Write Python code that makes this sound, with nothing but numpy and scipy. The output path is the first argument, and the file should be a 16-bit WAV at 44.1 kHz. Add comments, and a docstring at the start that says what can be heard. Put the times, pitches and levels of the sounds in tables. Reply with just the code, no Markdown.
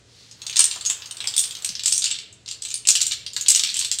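"""Dominoes toppling on tile

A toy scrapes up to small, hard dominoes, and they fall in uneven runs. Each collision cracks, rings
briefly on a low and a high note, then chatters as the block settles. Some blocks slap, clink, rattle
or knock on wooden props. It all echoes in a bare room with a faint hum."""
import sys
import numpy as np
from scipy import signal
from scipy.fft import rfft, irfft
from scipy.io import wavfile
from scipy.ndimage import uniform_filter1d, minimum_filter1d

SR = 44100
rng = np.random.default_rng(int(sys.argv[2]) if len(sys.argv) > 2 else 0)


def put_to_file(sound):
    """Save the sound as 16-bit audio at rate SR, in the file named by the first command-line argument."""
    columns = np.atleast_2d(sound).T  # one column per channel
    safe = np.clip(columns, -1, 1)
    whole_steps = np.round(safe * 32767)
    wavfile.write(sys.argv[1], SR, whole_steps.astype(np.int16))


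N = 176400

# how loud the sliding toy is: time_s, level_db
SLIDE_LEVELS = [(0, -65), (.05, -66), (.1, -58), (.2, -50), (.42, -55), (.6, -85)]
# tone colour (how strong each frequency is) of the toy's scrape: frequency_hz, level_db
SLIDE_COLOUR = [(500, -42), (2400, -19.5), (4300, -9), (7000, -18.5), (10000, -29), (13000, -42)]
# tone colour of the room's own noise: frequency_hz, level_db
AIR_COLOUR = [(20, -31.5), (55, -8), (95, -0.5), (150, -5.5), (290, -12.5), (440, -9.5), (700, -19.5),
              (8000, -22), (15000, -63.5)]
# one block hits the next: start_s, low_pitch_hz, low_level_db, high_pitch_hz, high_level_db
COLLISIONS = [(0.312, 5030, -41, 6570, -41), (0.4174, 4060, -32.5, 6540, -36),
              (0.4658, 4660, -26, 6630, -26), (0.4963, 2840, -27, 6400, -26.5),
              (0.5277, 4840, -28.5, 6960, -38), (0.5583, 3470, -21.5, 8250, -22),
              (0.568, 3800, -16.5, 8350, -16), (0.5925, 5040, -14, 8690, -6),
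              (0.6051, 3560, -18, 8400, -14), (0.6407, 3460, -22, 8550, -10),
              (0.7119, 4020, -22, 7400, -24.5), (0.759, 4750, -37, 7400, -32),
              (0.8097, 3950, -30, 7680, -29), (0.8508, 4780, -26.5, 6530, -25.5),
              (0.8599, 5140, -23, 6540, -19.5), (0.8991, 3270, -23.5, 7460, -14.5),
              (1.0202, 3700, -31.5, 7540, -57), (1.0578, 4540, -35, 6500, -34),
              (1.11, 3750, -31, 8360, -28), (1.169, 4220, -34.5, 8050, -32.5),
              (1.204, 3660, -24.5, 8160, -31.5), (1.241, 3070, -32, 8100, -31.5),
              (1.2727, 4560, -21, 7850, -20), (1.3389, 3680, -25.5, 7770, -28.5),
              (1.3646, 4660, -23, 8840, -17), (1.379, 3720, -25, 8750, -12.5),
              (1.393, 3880, -26.5, 8570, -13), (1.4385, 4540, -23.5, 8860, -23),
              (1.5087, 3360, -29, 7590, -30.5), (1.622, 4150, -37, 7640, -33.5),
              (1.6461, 5500, -23, 8530, -19), (1.69, 4660, -24, 6170, -26),
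              (1.7522, 5300, -24.5, 6420, -35), (1.794, 3880, -24.5, 7600, -33),
              (1.8352, 4800, -26, 7460, -24.5), (1.8583, 4930, -18.5, 7800, -12.5),
              (1.879, 4070, -22.5, 7600, -16.5), (1.9248, 5130, -21.5, 8500, -12.5),
              (1.9789, 4970, -33, 8490, -19), (2.0204, 4100, -23.5, 6650, -24),
              (2.0415, 4300, -18.5, 6980, -16.5), (2.057, 4430, -19.5, 7340, -20.5),
              (2.112, 3920, -23, 7550, -35), (2.187, 3880, -28.5, 7700, -33.5),
              (2.3256, 4250, -67, 7680, -42.5), (2.4598, 4300, -35, 7300, -45),
              (2.478, 5100, -30.5, 7120, -38), (2.487, 4500, -29.5, 7070, -32.5),
              (2.5118, 4540, -27.5, 7300, -28.5), (2.621, 5020, -31, 7920, -26),
              (2.7409, 4860, -26, 8920, -20), (2.852, 2840, -30, 7550, -35), (2.8717, 4700, -19, 7900, -13),
              (2.8868, 4670, -13.5, 7400, -7), (2.9053, 4600, -22, 6980, -12.5),
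              (2.9523, 4100, -19.5, 7580, -17), (2.958, 4600, -18, 7600, -18.5),
              (3.0051, 4560, -22, 7300, -27), (3.0158, 4340, -18.5, 7380, -13.5),
              (3.066, 3340, -29, 7210, -16.5), (3.1108, 4200, -22.5, 7350, -80),
              (3.12, 4280, -20, 7400, -23), (3.2637, 4350, -24.5, 8950, -37.5),
              (3.3332, 4800, -36, 7400, -32), (3.364, 4050, -20, 7400, -22),
              (3.41, 4230, -31.5, 6940, -20.5), (3.4835, 4220, -16.5, 7760, -6),
              (3.5022, 4939, -16, 7550, -8), (3.5486, 5540, -18, 7100, -14),
              (3.5589, 3820, -19.5, 8200, -14), (3.5959, 4000, -19.5, 7800, -20),
              (3.6357, 4100, -16.5, 7500, -19.5), (3.6901, 4350, -22.5, 7700, -36),
              (3.742, 4343, -30, 7540, -20.5), (3.7673, 4670, -26, 7960, -20),
              (3.7916, 4000, -33, 7880, -16), (3.8468, 4070, -21, 7740, -21),
              (3.9145, 5000, -17.5, 7310, -15.5), (3.9864, 3770, -25, 8000, -20.5)]
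# tone colour of a crack's low part: frequency_hz, level_db
LOW_COLOUR = [(200, -61), (1000, -23.5), (2100, -11.5), (2950, 0.5), (4200, 3), (5600, -0.5), (6600, -6.5),
              (9000, -36)]
# tone colour of its high part: frequency_hz, level_db
HIGH_COLOUR = [(3500, -36), (5400, -5), (6300, 0.5), (8400, 2), (10000, -13.5), (12500, -31)]
# tone colour of the thin tick on top: frequency_hz, level_db
TICK_COLOUR = [(8000, -39), (10500, 4), (16000, -10)]
# how loud that tick is next to the high part: time_s, level_db
TICK_LEVELS = [(.55, -26), (1.15, -24), (1.6, -16.5), (2.2, -32), (2.55, -26.5), (3.05, -23), (3.4, -19),
               (4, -23)]
# tone colour of blocks rubbing on tile: frequency_hz, level_db
SCRUB_COLOUR = [(250, -13.5), (1300, 0), (6000, -15)]
# blocks slapping face to face: start_s, level_db
SLAPS = [(.5675, -16), (.577, -18.5), (0.6302, -30), (1.273, -21.5), (1.393, -22), (1.9235, -18),
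         (1.979, -18.5), (2.905, -15), (3.0137, -19), (3.119, -25), (3.549, -18), (3.595, -18)]
# knocks on the props and floor: start_s, pitch_hz, level_db
KNOCKS = [(.593, 1520, -33), (.759, 1250, -39), (.901, 1720, -35.5), (1.204, 2308, -37.5),
          (1.242, 2470, -30), (1.273, 960, -46), (1.692, 138, -47.5), (2.885, 1460, -37), (2.887, 480, -50),
          (3.365, 1860, -33.5)]
# blocks bouncing clear: start_s, pitch_hz, level_db
CLINKS = [(.863, 6620, -15.5), (1.379, 3510, -19), (2.112, 7740, -19.5), (2.741, 9200, -26),
          (2.953, 2930, -19), (3.519, 6987, -21)]
# rows of blocks sliding down: start_s, end_s, low_level_db, high_level_db
RATTLES = [(1.549, 1.58, -34, -37.5), (1.86, 1.998, -39.5, -26.5), (2.018, 2.158, -30, -41),
           (2.634, 2.715, -34.5, -31), (3.458, 3.479, -22, -33), (3.522, 3.829, -28.5, -36.5)]
# how long the room's echo takes to fade by 60 dB: frequency_hz, fade_s
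ECHO_FADES = [(300, 0.2), (1500, 0.75), (4000, 0.51), (8000, 0.32), (14000, 0.42)]

BLOW_S = 0.0033  # a blow has the energy of a steady sound at its level lasting this long
TOUCH_DETUNE = 0.11  # slaps and rattles stray in pitch by about this share


def amp(db):
    """Turns decibels into a number to multiply by."""
    return 10 ** (np.asarray(db) / 20)


def unit(x):
    """Scales a sound so its energy is 1."""
    return x / np.sqrt(np.sum(x ** 2) + 1e-20)


def read(points, hz):
    """Looks up frequencies in a table, giving each octave equal space."""
    f, value = np.transpose(points)
    return np.interp(np.log(hz + 1), np.log(np.maximum(f, 1)), value)


def add(mix, start_s, sound):
    """Adds a sound to the mix at the given time."""
    part = mix[max(round(start_s * SR), 0):][:len(sound)]
    part += sound[:len(part)]


def noise(colour):
    """Steady noise with the given tone colour and an average power of 1."""
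    hz = np.fft.rfftfreq(N, 1 / SR)
    phases = np.exp(2j * np.pi * rng.random(len(hz)))
    return unit(irfft(amp(read(colour, hz)) * phases, N)) * np.sqrt(N)


def toy_slide():
    """The toy scrapes softly as it is pushed up to the first block."""
    level_db = np.interp(np.arange(N) / SR, *np.transpose(SLIDE_LEVELS))
    return noise(SLIDE_COLOUR) * amp(level_db)


def background(air_db=-56, waver_db=1.5, hum_hz=115.5, hum_db=-63):
    """Low room noise that wavers in patches, and a faint hum."""
    spectrum = signal.stft(noise(AIR_COLOUR), nperseg=2048)[2]
    patches = uniform_filter1d(rng.standard_normal(spectrum.shape), size=5, axis=0)
    patches = uniform_filter1d(patches, size=10, axis=1)
    air = signal.istft(spectrum * amp(waver_db * patches / patches.std()))[1][:N]
    hum = np.sqrt(2) * np.sin(2 * np.pi * hum_hz * np.arange(N) / SR)
    return amp(air_db) * air / air.std() + amp(hum_db) * hum


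def strike(colour, hz, rise_s, ring_s=0.0027, ring_db=1.5, size=1536):
    """Part of a blow: a sharp crack, a louder noisy body that outlasts it, and each block's main note."""
    crack_s, body_s, body_db = 0.00029, 0.0028, 9  # like ring_s, times to fade to about a third
    max_detune = 0.042  # one block rings a little flat, the other a little sharp
    t = np.maximum(np.arange(size) - 12, 0) / SR
    rise = 1 - np.exp(-(t / rise_s) ** 2)
    fade = np.exp(-t / crack_s) + amp(body_db) * np.exp(-t / body_s)
    burst = rng.standard_normal(size) * rise * fade
    crack = unit(irfft(rfft(burst) * amp(read(colour, np.fft.rfftfreq(size, 1 / SR)))))
    pair = np.zeros(size)
    for side in (-1, 1):
        block_hz = hz * (1 + side * max_detune * rng.random())
        pair += np.sin(2 * np.pi * (block_hz * t + rng.random()))
    ring = unit(pair * rise * np.exp(-t / ring_s))
    return unit(crack + amp(ring_db) * ring) * np.sqrt(BLOW_S * SR)


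def clack(start_s, low_hz, low_db, high_hz, high_db, typical_hz=4280, tick_hz=(10430, 14700)):
    """Two blocks meet: a low and a high ring, with a thin tick on top."""
    shift = (low_hz / typical_hz) ** 0.31  # the low crack's colour follows the low note
    low_colour = [(hz * shift, db) for hz, db in LOW_COLOUR]
    rise_s = 0.00015 * amp(-0.39 * max(low_db, high_db))  # weaker blows stay in contact longer
    low = strike(low_colour, low_hz, rise_s, ring_s=0.00051, ring_db=-2)
    high = strike(HIGH_COLOUR, high_hz, rise_s)
    tick = strike(TICK_COLOUR, rng.uniform(*tick_hz), rise_s)
    tick_db = np.interp(start_s, *np.transpose(TICK_LEVELS))
    return amp(low_db) * low + amp(high_db) * (high + amp(tick_db) * tick)


def dominoes(corner_s=0.004, corner_db=-8, bounces=4, chatter_s=0.04, chatter_db=-15.5, spread_db=2.5):
    """Each block hits, lands its second corner just after, then chatters in weaker bounces."""
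    out = np.zeros(N)
    for start_s, low_hz, low_db, high_hz, high_db in COLLISIONS:
        blow = (start_s, low_hz, low_db, high_hz, high_db)
        add(out, start_s, clack(*blow))
        add(out, start_s + corner_s * (.5 + rng.random()), amp(corner_db) * clack(*blow))
        for _ in range(bounces):
            low_stray, high_stray, force = rng.standard_normal(3)
            bounce = clack(start_s, low_hz * (1 + 0.145 * low_stray), low_db,
                           high_hz * (1 + 0.0725 * high_stray), high_db)
            gain = amp(chatter_db + spread_db * np.tanh(force))
            add(out, start_s + chatter_s * rng.random(), gain * bounce)
    return out


def scrub(start_s=0.41, end_s=1.7, level_db=-52.5):
    """The nearest blocks rub dully on the tile as they fall."""
    t = np.arange(N) / SR
    moving = 1. * (t > start_s) * (t < end_s)
    return amp(level_db) * noise(SCRUB_COLOUR) * uniform_filter1d(moving, SR // 10)


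def slaps(pitch_hz=5820, peak_s=0.000165):
    """Blocks meet flat, making a few vibrations that die at once."""
    out, t = np.zeros(N), np.arange(256) / SR
    for start_s, db in SLAPS:
        hz = pitch_hz * (1 + TOUCH_DETUNE * rng.standard_normal())
        slap = np.sin(2 * np.pi * hz * t) * t * np.exp(-t / peak_s)
        add(out, start_s, amp(db) * unit(slap) * np.sqrt(BLOW_S * SR))
    return out


def taps(rows, ring_s, width, size=4096):
    """Short bursts of noise, each around one pitch; width is a share of that pitch."""
    out, t = np.zeros(N), np.arange(size) / SR
    f = np.fft.rfftfreq(size, 1 / SR)
    for start_s, hz, db in rows:
        resonance = 1 / (1 + (2 * (f / hz - 1) / width) ** 2)
        ring = irfft(resonance * np.exp(2j * np.pi * rng.random(len(f))))
        burst = ring * (1 - np.exp(-t * hz)) * np.exp(-t / (ring_s + .5 / hz))  # low notes last longer
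        add(out, start_s, amp(db) * unit(burst) * np.sqrt((BLOW_S + 2 / hz) * SR))
    return out


def knocks():
    """Dull, dry hits on the wooden props and the floor."""
    return taps(KNOCKS, ring_s=0.005, width=0.6)


def clinks():
    """Blocks bounce clear and ring on one note."""
    return taps(CLINKS, ring_s=0.0055, width=0.045)


def rattles(gap_s=0.010, pitches_hz=(3900, 7675), spread_db=6.5):
    """Blocks slide down on each other in quick, uneven touches, each at its own pitch."""
    out = np.zeros(N)
    for start_s, end_s, low_db, high_db in RATTLES:
        for touch_s in np.arange(start_s, end_s, gap_s):
            low_hz, high_hz = np.array(pitches_hz) * (1 + TOUCH_DETUNE * rng.standard_normal(2))
            force_db = spread_db * rng.uniform(-1.4, 1)
            late_s = gap_s * rng.random()
            touch = clack(touch_s, low_hz, low_db + force_db, high_hz, high_db + force_db)
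            add(out, touch_s + late_s, touch)
    return out


def room(sound, floor_db=-8, walls_db=-4.5, walls_fade_s=0.073, tail_db=-6.5):
    """Sound scatters off tile and blocks, bounces off the walls, then rings on, longest in the mids."""
    t = np.arange(SR * 2 // 3) / SR
    floor_noise, wall_noise, tail_noise, pick = rng.standard_normal((4, len(t)))
    floor = unit(floor_noise * (t > .001) * (t < .0081))
    wall_echoes = wall_noise * (pick > 1) * (t > .0095)
    walls = unit(wall_echoes * np.exp(-np.log(1000) * t / walls_fade_s))
    hz, age_s, spectrum = signal.stft(tail_noise, SR, nperseg=256)
    fade = np.exp(-np.log(1000) * age_s / read(ECHO_FADES, hz)[:, None])
    tail = unit(signal.istft(spectrum * fade)[1][:len(t)] * (t > .0083))
    echo = amp(floor_db) * floor + amp(walls_db) * walls + amp(tail_db) * tail
    return signal.fftconvolve(sound, echo)[:N]


def scene(patterns=4, cycle_hz=2):
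    """Mixes it all; the hits cycle through echo patterns so the echo does not ring on fixed pitches."""
    hits = dominoes() + rattles() + slaps() + clinks() + knocks()
    turns = cycle_hz * np.arange(N) / SR
    echoes = np.zeros(N)
    for k in range(patterns):
        share = np.maximum(np.cos(2 * np.pi * (turns + k / patterns)), 0)
        echoes += room(hits * share)
    return (hits + echoes + toy_slide() + scrub() + background())[None]


def record(dry, ceiling=1.1, window=16, cutoff_hz=15900):
    """Turns the loudest cracks down for an instant, then removes the highest treble."""
    gain = ceiling / np.maximum(abs(dry), ceiling)
    limited = dry * uniform_filter1d(minimum_filter1d(gain, window), window)
    lowpass = signal.firwin(255, cutoff_hz, window=("kaiser", 7), fs=SR)
    return signal.oaconvolve(limited, lowpass[None], "same")


dry = scene()
out = record(dry)
put_to_file(out)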